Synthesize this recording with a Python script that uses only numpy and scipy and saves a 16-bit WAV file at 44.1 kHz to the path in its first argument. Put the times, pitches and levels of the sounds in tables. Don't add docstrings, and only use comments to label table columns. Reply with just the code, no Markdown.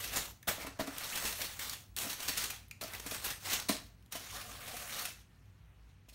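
import sys
import numpy as np
from scipy import signal
from scipy.fft import rfft, irfft, next_fast_len
from scipy.io import wavfile
from scipy.ndimage import uniform_filter1d, map_coordinates

SR = 44100
rng = np.random.default_rng(int(sys.argv[2]) if len(sys.argv) > 2 else 0)


def generate_wav(sig):
    pcm = np.round(np.clip(np.atleast_2d(sig).T, -1, 1) * 32767).astype(np.int16)
    wavfile.write(sys.argv[1], SR, pcm)


N = 271038


def amp(db):
    return 10 ** (np.asarray(db) / 20)


def unit(x):
    return x / np.sqrt(np.mean(x ** 2) + 1e-20)


def along(points, hz):
    f, value = np.transpose(points)
    return np.interp(np.log(hz + 1), np.log(f + 1), value)


def wobble(rate):
    knots = rng.standard_normal(int(N * rate / SR) + 4)
    return map_coordinates(knots, [np.arange(N) * rate / SR])


def filtered(x, response):
    m = next_fast_len(len(x) + 4096)
    spectrum = rfft(x, m) * response(np.fft.rfftfreq(m, 1 / SR))
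    return irfft(spectrum, m)[:len(x)]


def resonance(f, hz, width):
    return 1j * f * width / (hz * hz - f * f + 1j * f * width + 1e-9)


def below(f, corner):
    return 1 / (1 + (f / corner) ** 4)


def add_at(out, s, sound):
    out[round(s * SR):][:len(sound)] += sound


# f/Hz, relative density/dB per Hz
RUMBLE_SPECTRUM = [(15, -48.5), (38, -29), (46, -17), (54, 0), (64, -9.5), (75, -18.5), (95, -3.5),
                   (115, -13), (160, -18.5), (220, -23), (320, -31), (500, -38), (900, -120)]
# f/Hz, relative density/dB per Hz
HISS_SPECTRUM = [(150, -11), (300, -1.5), (700, 2), (2000, -0.5), (3000, -3.5), (5000, -34), (10000, -18),
                 (16000, -18)]
# t/s, level/dB (before a common +1.5 dB)
RUMBLE_SWELL = [(0.0, -58), (0.38, -59), (1.01, -62), (1.69, -58.5), (2.19, -60), (3.42, -58.5),
                (4.19, -59.5), (4.59, -59.5), (6.15, -61.5)]


def background():
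    rumble = unit(filtered(rng.standard_normal(N), lambda f: amp(along(RUMBLE_SPECTRUM, f))))
    hiss = unit(filtered(rng.standard_normal(N), lambda f: amp(along(HISS_SPECTRUM, f))))
    swell_db = np.interp(np.arange(N) / SR, *np.transpose(RUMBLE_SWELL))
    drift_db = 0.8 * wobble(4)
    return amp(swell_db + 1.5) * rumble + amp(-74.5 + drift_db) * hiss


# f/Hz, t60/s
ROOM_T60 = [(200, 0.35), (2000, 0.34), (6000, 0.4), (15000, 0.15)]


def room(x):
    hz, t, z = signal.stft(rng.standard_normal(SR // 2), SR, nperseg=256)
    decay = amp(-60 * t / along(ROOM_T60, hz)[:, None])
    tail = signal.istft(z * decay, SR, nperseg=256)[1]
    delayed = np.pad(x, (200, 0))
    return signal.fftconvolve(delayed, tail / np.linalg.norm(tail))[:N]


# t/s of its middle, time/s from there to 1/e, f/Hz, width/Hz, level/dB
BAG_TONE = (5.33, .06, 1800, 60, -77)


def faint_tone():
    s, half, hz, width, db = BAG_TONE
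    tone = unit(filtered(rng.standard_normal(N), lambda f: resonance(f, hz, width) ** 2))
    return amp(db) * tone * np.exp(-((np.arange(N) / SR - s) / half) ** 2)


# f/Hz, width/Hz, relative level/dB
BOX_MODES = [(200, 35, -2), (280, 25, 4), (460, 40, -6), (630, 50, -3), (715, 30, -3), (1000, 90, -10),
             (1230, 80, -10)]


def walls(f):
    return sum((-1) ** k * amp(g) * resonance(f, hz, width) for k, (hz, width, g) in enumerate(BOX_MODES))


# start t/s, end t/s, edge/s, relative gain/dB of the shaking
BAG_DRAG = (4.3, 5.08, 0.066, 15.3)
BOXED_DB = -22


def boxed(paper):
    start, end, edge, db = BAG_DRAG
    t = np.arange(N) / SR
    sliding = np.clip(np.minimum(t - start, end - t) / edge, 0, 1)
    force = paper * amp(db * sliding + 3 * wobble(25))
    ring = filtered(force, lambda f: walls(f) * resonance(f, 850, 500))
    return amp(BOXED_DB) * ring * np.std(paper) / np.std(ring)


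# t/s, peak level/dB, f/Hz of the struck wall, t60/s of the push
FINGER_KNOCKS = [(0.164, -41, 304, 0.1), (0.473, -35.5, 480, 0.074), (0.579, -40.5, 565, 0.05),
                 (0.646, -37, 734, 0.085), (0.672, -38.5, 284, 0.098), (0.793, -27, 600, 0.038),
                 (0.807, -33, 298, 0.04), (0.877, -33.5, 275, 0.06), (1.246, -37.5, 440, 0.12),
                 (2.063, -40, 198, 0.24), (2.289, -37.5, 360, 0.086), (2.825, -38.5, 596, 0.036),
                 (2.841, -37.5, 616, 0.065), (3.06, -39, 300, 0.12), (3.118, -36, 587, 0.13),
                 (3.694, -22.5, 194, 0.022), (3.722, -44, 255, 0.15), (4.151, -35.5, 690, 0.05),
                 (6.082, -57, 650, 0.089), (6.122, -60, 610, 0.08)]
DAMP_T60 = 0.14


def knocks():
    out, t = np.zeros(N + SR), np.arange(SR // 4) / SR
    for s, db, hz, t60 in FINGER_KNOCKS:
        push = rng.standard_normal(len(t)) * amp(-60 * t / t60)
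        push[:8] += 6
        ring = filtered(push, lambda f: walls(f) * (0.45 + resonance(f, hz, 0.3 * hz)))
        ring = ring * amp(-60 * t / DAMP_T60)
        add_at(out, s, amp(db) * ring / np.abs(ring).max())
    return out[:N]


# f/Hz, relative density/dB per Hz
PAPER_SPECTRUM = [(150, -12), (400, -14), (1000, -9.5), (2000, -0.5), (4000, 1.5), (7000, 0.5),
                  (16000, -2.5)]


def sheet_response(f):
    return amp(along(PAPER_SPECTRUM, f))


# t/s, nominal peak level/dB, ringing f/Hz, ringing level/dB relative to the crack
CREASE_TICKS = [(0.4286, -35, 1700, -12), (0.9827, -21, 3630, -12), (1.1233, -30, 1930, -1),
                (1.696, -20, 4300, -9), (1.9646, -19.5, 8400, -17), (1.9865, -18, 6700, -29),
                (2.5616, -34, 3360, -9), (2.6824, -48, 11800, -2), (2.7112, -30, 2330, -1.5),
                (2.837, -27, 4690, -7), (2.9358, -27.5, 2060, -5), (3.5995, -20.5, 4000, -16),
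                (4.0253, -54, 2950, -10), (4.0612, -50, 3140, -9), (4.1964, -35, 5880, -19),
                (5.164, -56, 4680, -12), (6.088, -53, 2500, 2)]
CRACK_T60, TICK_T60 = 0.019, 0.042


def ticks():
    out, t = np.zeros(N + SR), np.arange(SR // 4) / SR
    for s, db, hz, ring_db in CREASE_TICKS:
        emphasis = lambda f: f / (f + 1500) * (1.2 + resonance(f, hz, 0.31 * hz))
        crack = filtered(rng.standard_normal(len(t)), lambda f: sheet_response(f) * emphasis(f))
        ring = filtered(rng.standard_normal(len(t)), lambda f: resonance(f, hz, 0.086 * hz))
        cracking = unit(crack) * amp(-60 * t / CRACK_T60)
        ringing = unit(ring) * amp(ring_db - 60 * t / TICK_T60)
        add_at(out, s, amp(db - 10) * (cracking + ringing))
    return out[:N]


def creases(count, spread_db, smooth):
    sizes_db = np.minimum(spread_db * rng.exponential(size=count // 16 + 2), 14)
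    sizes = np.interp(np.arange(count) / 16, np.arange(len(sizes_db)), amp(sizes_db))
    sprays = rng.standard_normal(count) * sizes
    return unit(unit(sprays) + smooth * rng.standard_normal(count))


# t/s, dullness level/dB of the slack folds, brightness level/dB of the tight creases
PAPER_COLOUR = [(0.0, -4.5, 1), (0.5, -0.5, 4), (0.7, 2.5, -7), (0.82, 4.5, -2.5), (1.07, -6.5, -1),
                (1.3, -4, 4.5), (1.56, -5, 2), (1.75, -7, 1.5), (2.04, -4.5, 5), (2.5, -6.5, 0),
                (2.9, 0, 2.2), (3.28, -5.5, 1.5), (3.7, -4, -3.5), (4.14, -7, -1), (4.5, -1.5, 1),
                (4.9, -3, 3.5), (5.199, -7.5, -1), (6.07, -11, -15.5)]


def colour(s):
    at, *columns = np.transpose(PAPER_COLOUR)
    return [np.interp(s, at, column) for column in columns]


# t/s, rustle level/dB (before a common -4.5 dB)
HAND_STROKES = [
    [(0.0, -42.5), (0.112, -45.5), (0.166, -39), (0.31, -54), (0.336, -64)],
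    [(0.478, -29.5), (0.55, -47), (0.676, -56.5), (0.78, -64.5)],
    [(0.796, -37), (0.854, -52.5), (1.04, -43), (1.214, -41), (1.246, -39.5), (1.376, -47.5), (1.414, -42),
     (1.576, -53)],
    [(1.6, -42), (1.73, -44.5)],
    [(1.968, -40.5), (2.034, -42), (2.17, -52), (2.3, -41.5), (2.364, -44.5), (2.374, -38.5), (2.516, -46)],
    [(2.814, -47), (2.906, -53), (2.946, -47.5), (3.018, -56.5), (3.144, -42), (3.212, -49.5),
     (3.262, -37.5), (3.306, -42.5)],
    [(3.398, -54), (3.53, -32), (3.678, -54.5)],
    [(3.694, -33)],
    [(4.105, -73), (4.125, -46.5), (4.183, -49.5), (4.325, -49.5), (4.351, -43.5), (4.455, -52.5),
     (4.595, -50.5), (4.915, -46), (5.03, -43.5), (5.083, -45)],
    [(5.84, -72), (5.9, -69.5), (5.95, -72.5)],
]
TOUCH_S, TOUCH_DB = 0.0043, 7.5
LET_GO_DB_PER_S, STIR_DB = 172, -75


def strokes():
    t, out = np.arange(N) / SR, np.zeros(N)
    for rows in HAND_STROKES:
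        s, db = np.transpose(rows)
        settling_db = LET_GO_DB_PER_S * np.maximum(t - s[-1], 0)
        touch_db = TOUCH_DB * np.clip(1 - (t - s[0]) / TOUCH_S, 0, 1)
        level = np.interp(t, s, db) - settling_db - touch_db
        out = np.where(t >= s[0], level, out)
    return np.maximum(out, STIR_DB)


SMALL_DB, SMALL_SPREAD_DB = 9, 2.5
SMALL_HZ, SMALL_S = 3000, 0.022


def small_folds(count):
    s, draw = rng.random(count) * (N - 1) / SR, rng.standard_normal((count, 3))
    db = strokes()[(s * SR).astype(int)] + SMALL_DB + SMALL_SPREAD_DB * draw[:, 0]
    hz = SMALL_HZ * 1.74 ** draw[:, 1]
    length = SMALL_S * 1.58 ** draw[:, 2]
    return list(zip(s, db, hz, length))


# t/s, nominal peak level/dB, strongest f/Hz, length/s (to -60 dB)
BUCKLING_FOLDS = [(0.007, -30, 2290, 0.035), (0.0377, -25, 2550, 0.058), (0.129, -25, 1620, 0.066),
                  (0.156, -19, 7100, 0.088), (0.4713, -21.5, 3400, 0.11), (0.5953, -31, 2220, 0.16),
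                  (0.6636, -29, 2680, 0.048), (0.7882, -28.5, 1747, 0.086), (0.8699, -29, 2260, 0.045),
                  (1.035, -27.5, 3890, 0.072), (1.1536, -21, 1980, 0.046), (1.172, -21, 1560, 0.044),
                  (1.2475, -23, 2580, 0.13), (1.325, -24.5, 3840, 0.029), (1.415, -20.5, 5700, 0.033),
                  (1.441, -27.5, 4350, 0.093), (1.591, -23.5, 1940, 0.03), (1.732, -24.5, 2800, 0.024),
                  (2.0067, -25.5, 2520, 0.11), (2.092, -24.5, 4200, 0.1), (2.129, -25, 6040, 0.041),
                  (2.202, -25.5, 4630, 0.024), (2.2215, -27.5, 3030, 0.085), (2.278, -17.5, 4400, 0.074),
                  (2.373, -19, 8500, 0.047), (2.41, -25, 4740, 0.066), (2.437, -21, 3210, 0.041),
                  (2.454, -27, 3040, 0.032), (2.5, -22, 2470, 0.045), (2.81, -26, 3860, 0.047),
                  (2.949, -24.5, 2580, 0.015), (2.997, -27.5, 5500, 0.02), (3.061, -25, 7510, 0.052),
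                  (3.109, -24, 2590, 0.046), (3.141, -27.5, 1630, 0.059), (3.242, -21.5, 11900, 0.066),
                  (3.3005, -25.5, 1720, 0.072), (3.446, -31.5, 2760, 0.096), (3.496, -25.5, 5690, 0.13),
                  (3.53, -17.5, 6160, 0.05), (3.685, -17.5, 4200, 0.065), (4.122, -24.5, 5600, 0.036),
                  (4.151, -27, 3030, 0.065), (4.343, -43, 1810, 0.11), (4.413, -29.5, 2800, 0.026),
                  (4.6736, -30, 2240, 0.07), (4.763, -30, 1890, 0.052), (4.921, -30.5, 3710, 0.13),
                  (4.967, -27, 3000, 0.024), (4.983, -25.5, 4200, 0.09), (5.052, -21, 2600, 0.031),
                  (6.084, -44.5, 2460, 0.056), (6.088, -47, 5330, 0.061), (6.126, -47, 4220, 0.065)]
FOLD_DULL_DB, FOLD_DULL_GROWS = 16, 1.47
RISE = 0.076


def crackles():
    out, t = np.zeros(N + SR), np.arange(SR // 4) / SR
    for s, db, hz, length in list(BUCKLING_FOLDS) + small_folds(count=90):
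        spray = creases(count=len(t), spread_db=2.5, smooth=0.3)
        dull_db = FOLD_DULL_DB + FOLD_DULL_GROWS * colour(s)[0]
        slack = lambda f: 1 + (amp(dull_db) - 1) * below(f, 1300)
        pitch = lambda f: 0.82 + 1.12 * resonance(f, hz, 0.084 * hz)
        tone = unit(filtered(spray, lambda f: sheet_response(f) * slack(f) * pitch(f)))
        shape = amp(-60 * (t / length) ** 1.31) * (1 - np.exp(-t / (RISE * length)))
        add_at(out, s, amp(db - 13.0) * tone * shape / shape.max())
    return out[:N]


def patchy(x, depth_db):
    z = signal.stft(x, nperseg=256)[2]
    field = uniform_filter1d(rng.standard_normal(z.shape), 8, axis=0)
    field = uniform_filter1d(field, 16, axis=1)
    return unit(signal.istft(z * amp(depth_db * unit(field)), nperseg=256)[1][:len(x)])


def crinkles(count):
    draw, t = rng.random((count, 4)), np.arange(SR // 50) / SR
    hz = 600 * 15 ** draw[:, 1:2]
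    life = (2.5 + 8 * draw[:, 2:3]) / hz
    strength = amp(-5 * np.log(draw[:, 3:] + 0.012))
    pops = strength * np.sin(2 * np.pi * hz * t) * np.exp(-t / life)
    at = (draw[:, :1] * N).astype(int) + np.arange(len(t))
    return unit(np.bincount(at.ravel(), pops.ravel())[:N])


def rustle():
    dull_db, bright_db = colour(np.arange(N) / SR)
    clumps = amp(0.49 * wobble(30) + 0.84 * wobble(120))
    swarm = patchy(clumps * creases(count=N, spread_db=2, smooth=0.8), depth_db=2.0)
    sheet = filtered(swarm, sheet_response)
    low = filtered(sheet, lambda f: below(f, 1300))
    high = filtered(sheet, lambda f: 1 - below(f, 7000))
    middle = sheet - low - high
    body = unit(middle) + amp(-10.0) * crinkles(count=3000)
    coloured = body + amp(dull_db) * unit(low) + amp(bright_db) * unit(high)
    return amp(strokes() - 4.5) * coloured


def scene():
    paper, folds, snaps, box = rustle(), crackles(), ticks(), knocks()
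    echo = room(amp(-6) * folds + amp(-9) * snaps + amp(-7.5) * box)
    direct = paper + boxed(paper) + folds + snaps + box
    return (direct + echo + faint_tone() + background())[None]


# f/Hz, half width/Hz (where the dB depth halves), level/dB
HOUSING_DIPS = [(4880, 180, -4), (7460, 400, -2.5), (10460, 127, -9)]
TOP_HZ = 15750


def record(dry):
    dips_db = lambda f: sum(db / (1 + ((f - hz) / width) ** 2) for hz, width, db in HOUSING_DIPS)
    return filtered(dry[0], lambda f: amp(dips_db(f)) * (f < TOP_HZ))[None]


dry = scene()
out = record(dry)
generate_wav(out)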